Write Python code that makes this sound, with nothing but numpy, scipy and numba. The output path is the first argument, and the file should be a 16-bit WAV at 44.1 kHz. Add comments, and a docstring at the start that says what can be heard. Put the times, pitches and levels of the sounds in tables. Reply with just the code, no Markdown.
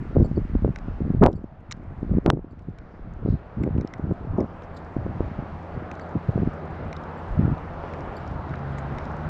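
"""An asphalt lot on a windy day, heard from a small camera clipped to a jacket and carried across it.
Eddies of wind thump the microphone as single pressure pulses, crowding together in gusts and rushes.
The heaviest overload it with sudden clicks; a clip ticks and metal parts jingle as struck modes ring,
and cloth and grit brush past as filtered noise. A vehicle draws nearer: tyre roar from banded noise,
engine tones from sine orders, over a hum of two wavering sines."""
import sys
import numpy as np
from scipy import signal
from scipy.fft import rfft, irfft
from scipy.io import wavfile
from scipy.ndimage import uniform_filter1d
from numba import njit

SR = 44100
rng = np.random.default_rng(int(sys.argv[2]) if len(sys.argv) > 2 else 0)


def store_pcm(level_fs):
    """Save levels as 16-bit WAV."""
    pcm = np.round(np.clip(level_fs, -1, 1) * 32767).astype(np.int16)
    wavfile.write(sys.argv[1], SR, np.atleast_2d(pcm).T)


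def how_loud(loudness_db):
    """Turn decibels into a plain amplitude multiplier (0 dB gives 1, 20 dB gives 10)."""
    steps = np.asarray(loudness_db, float) / 20
    return 10 ** steps


N = 409688
TIME = np.arange(N) / SR

# road noise, with dips after the heavy thumps: start_s, level_db, tilt_db (per two octaves, about 1 kHz)
ROAD_LEVELS = [(0.0, -48, 6.5), (1.11, -45.5, 3), (1.37, -55, 2), (2.17, -46, 2.5), (2.3, -57, 3),
               (2.66, -53.5, 1.5), (2.89, -49, 0.5), (5.33, -40, 0.3), (7.99, -36.5, 0.7), (8.33, -38, 1.5),
               (9.29, -35, -0.3)]
# tyre roar spectrum before the tilt: frequency_hz, density_db (relative, per Hz)
ROAR_SPECTRUM = [(30, -37), (60, -9), (90, -6.5), (140, -9.5), (200, -8.5), (482, -10), (699, -8),
                 (1010, -13.5), (1350, -15.5), (2200, -28), (3220, -39), (4800, -47), (7000, -58),
                 (8800, -67.5), (10500, -68.5), (16000, -110)]
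# engine of the vehicle: start_s, firing_rate_hz, level_db
ENGINE_CURVE = [(4.5, 75.29, -57), (6.4, 74.87, -46), (6.6, 75, -35), (7.15, 77, -39), (7.4, 78, -45),
                (7.95, 78, -36), (8.2, 70.14, -46), (8.45, 67.93, -37), (8.9, 69.14, -29.5),
                (9.05, 73.54, -34.5), (9.29, 76.8, -27)]
# engine orders: multiple (of the firing rate), level_db (relative)
ENGINE_ORDERS = [(1, -7.5), (2, -2.5), (3, -14)]
# swell of the hum: start_s, level_db
HUM_LEVELS = [(0, -55), (3, -51), (4.6, -42), (6.5, -39), (7.7, -38.5), (9.29, -41)]
# tones of the hum: pitch_hz, level_db (relative)
HUM_TONES = [(85, -0.5), (170, -6)]
# cloth brushing past and grit scraping: middle_s, length_s, level_db, centre_hz
BRUSH_EVENTS = [(1.716, 0.0066, -40, 1170), (1.718, 0.0084, -39, 6840), (3.318, 0.098, -67, 4070),
                (4.64, 0.022, -68, 5540), (4.771, 0.013, -52.5, 4130), (4.771, 0.014, -59, 7300),
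                (8.54, 0.006, -33.5, 1440), (8.787, 0.013, -54, 7050)]
# jingles of small metal parts: start_s, level_db, upper_modes_db (above 6 kHz), ring_share (of mode t60)
JINGLE_EVENTS = [(0.242, -50, -2, .8), (.358, -55, -27, 1.1), (1.355, -60, -5, .9), (2.507, -68, -8, 0.73),
                 (3.629, -67, 11, 0.56), (4.74, -69, 0, .9), (4.764, -60, 3, .7), (5.712, -66, -12, 3.1),
                 (6.006, -60, -14, 1.9), (7.172, -66, 1, 1.2), (8.166, -51, -6, 0.81)]
# modes of the metal parts: pitch_hz, level_db (relative), t60_s (before the ring share)
METAL_MODES = [(4480, -0.5, 0.087), (4800, -6.5, 0.081), (7500, -4.5, 0.1), (10650, -20.5, .09),
               (11400, -12, 0.065)]
# ticks of the plastic clip and grit under the soles: start_s, high_modes_peak_db, low_mode_share_db
TICK_EVENTS = [(0.201, -48, -3), (0.226, -47, -10), (0.759, -38, 10.5), (0.7856, -44, 6),
               (1.3282, -46.5, -16), (1.7109, -29.5, 2), (1.716, -38, 4), (1.7226, -20.5, -7),
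               (2.592, -60.5, 11), (2.7854, -53, 11), (3.6352, -49.5, 18), (3.778, -59, 16),
               (3.8104, -45.5, 10.5), (3.8737, -37.5, -13), (3.937, -43.5, 13), (4.404, -41.5, 3),
               (4.621, -53, 10), (5.914, -43.5, 14), (5.9519, -49, -6.5), (5.9955, -53.5, 19.5),
               (6.928, -39, 10), (6.965, -37.5, -2), (7.036, -48, -4), (7.58, -51, -3), (7.9358, -46, 11.5),
               (8.0063, -47, -4), (8.266, -55, -10), (8.276, -46, -10), (8.493, -49, -6), (8.555, -46, -12),
               (8.59, -54, -12), (8.784, -50, 18.5), (8.984, -41.5, 11.5), (9.053, -44, -5)]
CLIP_RESONANCES = [(1990, 570, -6.5), (3140, 680, 3), (3680, 520, 6.5), (5260, 900, 7), (6530, 540, -3.5)]
# body resonance under the lowest clip mode: pitch_hz, width_hz, level_db (relative)
BODY_RESONANCE = (1550, 200, -4)
# overload clicks in the heaviest thumps: start_s, jump_db, direction (+1 or -1), jump_back_db (re jump)
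OVERLOAD_EVENTS = [(1.2379, -7, -1, -49), (1.263, -5, 1, -47), (2.2623, -8, 1, -39),
                   (2.30202, 1.8, 1, -2.5)]
# breeze between the gusts: start_s, level_db
BREEZE_LEVELS = [(0, -34), (.7, -38.5), (1.5, -49), (1.72, -42), (2.0, -38.5), (2.5, -45), (3.5, -48.5),
                 (4.5, -45.5), (5.6, -52), (6.5, -53), (7.6, -44), (8.5, -37.5), (9.2, -39.5),
                 (9.29, -35.5)]
# gusts at the microphone: start_s, end_s, start_level_db, end_level_db, eddy_pitch_shift_db
GUST_EVENTS = [(0.161, 0.34, -15, -29, 0), (0.365, 0.487, -21, -36.5, -3), (0.533, 0.707, -24, -26, -2),
               (0.776, 1, -42.5, -30, -1.5), (1.008, 1.177, -26, -26, -3), (1.212, 1.3, -23, -29.5, -0.5),
               (1.332, 1.47, -28.5, -47.5, 0.5), (2.05, 2.185, -31, -20, -1), (2.244, 2.381, -27, -35, 1.5),
               (2.672, 2.752, -33.5, -44, -3.5), (2.96, 3.224, -44, -34, -2),
               (3.234, 3.358, -22, -28.5, -0.5), (3.573, 3.827, -28.5, -25.5, -0.5),
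               (4.028, 4.12, -33.5, -25, -2), (4.206, 4.371, -33, -33, -1), (4.392, 4.451, -20.5, -29.5, 3),
               (4.965, 5.182, -30.5, -36, 0), (5.208, 5.573, -30.5, -40.5, -1.5),
               (5.746, 5.974, -34, -45.5, 1), (6.149, 6.173, -22.5, -26.5, 0),
               (6.296, 6.308, -12.5, -29.5, 0), (6.361, 6.494, -20.5, -32.5, -1),
               (6.687, 6.893, -38.5, -35.5, -1), (7.311, 7.387, -30, -36, -3.5),
               (7.378, 7.528, -20, -22.5, -3)]
# dense rushes of small eddies: start_s, end_s, starting_level_db, starting_pitch_hz
RUSH_EVENTS = [(1.21, 1.298, -17, 298), (1.221, 1.331, -17.5, 860), (2.261, 2.326, -24, 754),
               (2.302, 2.42, -30, 375), (4.383, 4.469, -28, 560)]
# the strongest single eddies: start_s (of the pulse centre), level_db, pitch_hz
THUMP_EVENTS = [(0.153, -17, 265), (0.161, -14, 251), (0.184, -11, 220), (0.2186, -9.5, 200),
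                (0.315, -12.5, 197), (0.3724, -15.5, 313), (0.378, -7.5, 260), (0.5533, -9.5, 267),
                (0.6235, -16, 168), (0.648, -6, 358), (0.679, -14, 335), (0.6916, -10, 174),
                (0.8845, -17, 211), (1.0224, -13.5, 181), (1.1045, -7.5, 187), (1.149, -10.5, 207),
                (1.1956, -10.5, 80.0), (1.2188, -4, 274), (1.224, -4.5, 248), (1.2333, 2.5, 245),
                (1.2354, -2.5, 474), (1.2413, 0, 341), (1.2569, 0, 570), (1.2622, -6.5, 420),
                (1.27, 0, 663), (1.443, -18.5, 226), (2.031, -13, 227), (2.1182, -11, 138),
                (2.151, -11.5, 168), (2.1849, -5, 253), (2.262, -2.5, 280), (2.274, -18, 300),
                (2.2801, -5, 270), (2.292, -8.5, 110.6), (2.3021, -3, 330), (2.3355, -9, 240),
                (2.373, -18.5, 330), (2.393, -23.5, 330), (2.446, -25.5, 280), (2.6872, -18, 175),
                (3.261, -12, 306), (3.2885, -8, 182), (3.307, -7.5, 92), (3.342, -9.5, 131),
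                (3.6405, -11.5, 255), (3.6767, -12, 331), (3.7535, -10.5, 128.6), (3.7833, -12, 231),
                (3.849, -14, 270.0), (3.9973, -17.5, 247), (4.113, -14, 370), (4.3856, -9, 260),
                (4.391, -12, 297), (4.41, -15.5, 260), (4.4284, -18, 313), (4.9672, -10.5, 252),
                (5.065, -15.5, 329), (5.2068, -8.5, 349), (5.3911, -15, 161), (5.7774, -16, 150.0),
                (6.158, -15.5, 203), (6.2942, -12.5, 253), (6.3784, -12.5, 361), (6.402, -13, 150.0),
                (6.4333, -9, 190), (6.4756, -8.5, 221), (7.3984, -9.5, 190), (7.429, -15, 110),
                (7.4553, -12, 218), (7.4803, -9, 213), (7.519, -13, 150.0), (7.839, -18, 600),
                (8.362, -22.5, 119), (8.509, -20.5, 150.0)]


def curve(table):
    """Joins the columns of a table by straight lines in time."""
    s, *columns = np.transpose(table)
    return [np.interp(TIME, s, column) for column in columns]


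def unit(x):
    """Scales a signal to rms 1."""
    return x / np.sqrt(np.mean(x ** 2))


def band(x, hz, width):
    """Two-pole resonance with gain 1 at its centre."""
    return signal.lfilter(*signal.iirpeak(hz, hz / width, fs=SR), x)


def walk(rate):
    """Random levels held for 1 / rate seconds and smoothed twice; spread near 1."""
    hold = int(SR / rate)
    steps = np.repeat(rng.standard_normal(N // hold + 1), hold)
    return 1.29 * uniform_filter1d(uniform_filter1d(steps, hold), hold)[:N]


def road():
    """Tyre roar: noise in half-octave bands that swell together and flicker alone."""
    level_db, tilt_db = curve(ROAD_LEVELS)
    hz, density_db = np.transpose(ROAR_SPECTRUM)
    f = np.fft.rfftfreq(N, 1 / SR) + 1
    noise = rfft(rng.standard_normal(N)) * how_loud(np.interp(np.log(f), np.log(hz), density_db))
    roar, swell = 0, walk(5.5)
    for k in range(-9, 9):  # half octaves from 1 kHz
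        share = np.clip(1 - np.abs(2 * np.log2(f / 1000) - k), 0, 1)
        flicker = (1.43 + 0.023 * k) * walk(9.7)
        roar = roar + irfft(noise * share, N) * how_loud(tilt_db * k / 4 + 0.14 * swell + flicker)
    return unit(roar) * how_loud(level_db)


def engine():
    """Sine orders of a drifting firing rate, each wavering in level."""
    hz, level_db = curve(ENGINE_CURVE)
    phase = 2 * np.pi * np.cumsum(hz * (1 + 0.0062 * walk(12))) / SR
    tones = sum(how_loud(db + 2.0 * walk(5.6)) * np.sin(k * phase) for k, db in ENGINE_ORDERS)
    return tones * how_loud(level_db) * (TIME > ENGINE_CURVE[0][0])


def hum():
    """Two sines of fixed pitch that waver slowly in level."""
    tones = sum(how_loud(db + 0.59 * walk(0.99)) * np.sin(2 * np.pi * hz * TIME) for hz, db in HUM_TONES)
    return tones * how_loud(curve(HUM_LEVELS)[0])


def crackle():
    """Faint stray ticks of stiff fabric: random puffs of noise, growing louder as the walk goes on."""
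    per_second = 8
    sparks = (rng.random(N) < per_second / SR) * how_loud(2.5 * rng.standard_normal(N))
    puffs = signal.lfilter([1], [1, -0.985], sparks) * rng.standard_normal(N)
    return how_loud(-63.5 + 1.1 * TIME) * band(puffs, 6500, 5000)


def brushes():
    """Swishes and scrapes: each a swell of grainy noise in one broad resonance."""
    grain = rng.standard_normal(N) * how_loud(2.7 * walk(150))
    out = 0
    for middle, length, db, hz in BRUSH_EVENTS:
        swell = np.exp(-((TIME - middle) / length * 2) ** 2)
        burst = swell * band(band(grain, hz, hz / 3), hz, hz / 3)
        level_match = np.sqrt(np.sum(swell ** 2) / np.sum(burst ** 2))
        out = out + how_loud(db) * burst * level_match
    return out


def jingles():
    """Each touch rings the same metal modes in another mix; the parts rattle, so the ring is uneven."""
    length = 8192
    out, t = np.zeros(N + length), np.arange(length) / SR
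    for s, db, upper_db, ring in JINGLE_EVENTS:
        chance = rng.standard_normal((len(METAL_MODES), 2))
        for (hz, mode_db, t60), (mix, detune) in zip(METAL_MODES, chance):
            fade = np.exp(-np.log(1000) * t / (ring * t60)) * np.minimum(t / 0.0053, 1)
            level_db = db + mode_db + upper_db * (hz > 6000) + 1.5 * np.tanh(mix)
            tone = np.sin(2 * np.pi * hz * (1 + 0.005 * detune) * t)
            out[int(s * SR):][:length] += how_loud(level_db) * fade * tone
    return out[:N] * how_loud(4.5 * walk(260))


def ticks():
    """A few milliseconds of rough contact ring the short clip modes, a little differently each time."""
    length = 1024
    out, t = np.zeros(N + length), np.arange(length) / SR
    body_hz, body_width, body_db = BODY_RESONANCE
    for s, db, low_db in TICK_EVENTS:
        contact = rng.standard_normal(length) * np.exp(-t / 0.0014) * np.minimum(t / 0.001, 1)
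        chance = rng.standard_normal((len(CLIP_RESONANCES), 2))
        rings = []
        for (hz, width, mode_db), (mix, detune) in zip(CLIP_RESONANCES, chance):
            excited = band(contact, hz, 2 * width)
            ring = band(excited, hz * (1 + 0.014 * detune), width)
            rings.append(how_loud(mode_db + 2.0 * np.tanh(mix)) * ring)
        high = sum(rings[1:])
        low = rings[0] + how_loud(body_db) * band(contact, body_hz, body_width)  # woody body of the tick
        tick = high / np.abs(high).max() + how_loud(low_db) * low / np.abs(low).max()
        out[int(s * SR):][:length] += how_loud(db) * tick
    return out[:N]


def through_case(x):
    """Sound carried through the case loses its top."""
    return signal.sosfilt(signal.butter(5, 7250, fs=SR, output="sos"), x)


def overload_clicks():
    """Heavy thumps overload the microphone: each click jumps at once and drains; one clearly jumps back."""
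    hold_s, settle_s, top_hz = 0.00044, 0.0012, 3680  # time to the jump back, drain time, low-pass
    jumps = np.zeros(N)
    for s, db, way, back_db in OVERLOAD_EVENTS:
        start = int(s * SR)
        jumps[start] += np.sign(way) * how_loud(db)
        jumps[start + int(hold_s * SR)] -= np.sign(way) * how_loud(db + back_db)
    drained = signal.lfilter([1], [1, -np.exp(-1 / (settle_s * SR))], jumps)
    return signal.sosfilt(signal.butter(2, top_hz, fs=SR, output="sos"), drained)


def gusts():
    """Wind level and pitch shift: the breeze, or a gust that blows over it with quick edges."""
    attack_s, release_s = 0.014, 0.021  # time for 20 dB
    level, shift = curve(BREEZE_LEVELS)[0], np.zeros(N)
    for start, end, start_db, end_db, shift_db in GUST_EVENTS:
        edges = np.maximum(start - TIME, 0) / attack_s + np.maximum(TIME - end, 0) / release_s
        gust = np.interp(TIME, [start, end], [start_db, end_db]) - 20 * edges
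        shift = np.where(gust > level, shift_db, shift)
        level = np.maximum(level, gust)
    return level, shift


@njit
def eddies(at, size, hz, drag, n):
    """Each eddy is one pressure pulse between two opposite rebounds; the second rebound is slower."""
    out = np.zeros(n)
    for e in range(len(at)):
        step = np.pi * hz[e] / SR
        first = max(int(at[e] - 3 / step), 0)
        last = min(int(at[e] + 3 / step / drag), n)
        for i in range(first, last):
            u = ((i - at[e]) * step * (drag if i > at[e] else 1.)) ** 2
            out[i] += size[e] * (1 - 2 * u) * np.exp(-u)
    return out


DRAG = 0.8  # speed of the second half of an eddy against the first


def gust_eddies(level, shift, count=2800):
    """Random eddies of uneven size follow the wind level; stronger wind raises their pitch."""
    place, (spread, luck, side) = rng.random(count), rng.standard_normal((3, count))
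    at = place * (N - 1)
    here_db, here_shift = level[at.astype(int)], shift[at.astype(int)]
    # 150 Hz is typical at -35 dB of wind; pitch rises 0.15 dB per dB
    hz = 150 * how_loud(0.15 * (here_db + 35) + here_shift + 4.56 * np.minimum(spread, 1.6))
    peak = np.sign(side) * (hz / 200) ** 0.16 * how_loud(here_db + 5.64 * np.minimum(luck, 1.9))
    return eddies(at, peak, np.clip(hz, 30, 800), DRAG, N)


def rushes(count=220):
    """Dense small eddies at the height of a gust; each rush dies away and grows duller."""
    out = np.zeros(N)
    for start, end, db, pitch in RUSH_EVENTS:
        place, (spread, luck) = rng.random(count), rng.standard_normal((2, count))
        peak = luck * how_loud(db - 24 * place ** 1.6 - 3.3 * spread)  # the smallest eddies are the weakest
        hz = pitch * how_loud(2.67 * np.minimum(spread, 1.4) - 10.0 * place ** 2)
        out += eddies((start + (end - start) * place) * SR, peak, hz, DRAG, N)
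    return out


def thumps():
    """The strongest eddies are pressure dips, each sharpened by a narrow core."""
    s, db, pitch = np.transpose(THUMP_EVENTS)
    dip = eddies(s * SR, 0.79 * how_loud(db), pitch, DRAG, N)
    core = eddies(s * SR, 0.16 * how_loud(db), 2.4 * pitch, DRAG, N)
    return -(dip + core)


def pressure_swings(level):
    """Slow noise swings follow the gusts loosely and die down as the walk goes on."""
    low_band = signal.butter(2, [18, 52], "band", fs=SR, output="sos")
    slow = signal.sosfilt(low_band, rng.standard_normal(N))
    loose_level = uniform_filter1d(level, int(0.08 * SR))
    return unit(slow) * how_loud(0.65 * loose_level - 14.0 - 2.7 * TIME)


def wind():
    """Wind on the microphone: random eddies, rushes, single thumps and slow pressure swings."""
    level, shift = gusts()
    return gust_eddies(level, shift) + rushes() + thumps() + pressure_swings(level)


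def scene():
    """Everything that is heard at the microphone, with its overload clicks."""
    background = road() + engine() + hum()
    handling = through_case(crackle() + brushes() + ticks()) + jingles()
    return (background + handling + overload_clicks() + wind())[None]


def low_pass(x):
    """Removes everything above the highest recorded frequency."""
    return signal.sosfilt(signal.butter(12, 15270, fs=SR, output="sos"), x)


def record(dry):
    """The small microphone rounds the loudest peaks."""
    rounded = np.tanh(1.08 * dry) / 1.08
    return low_pass(rounded)


dry = scene()
out = record(dry)
store_pcm(out)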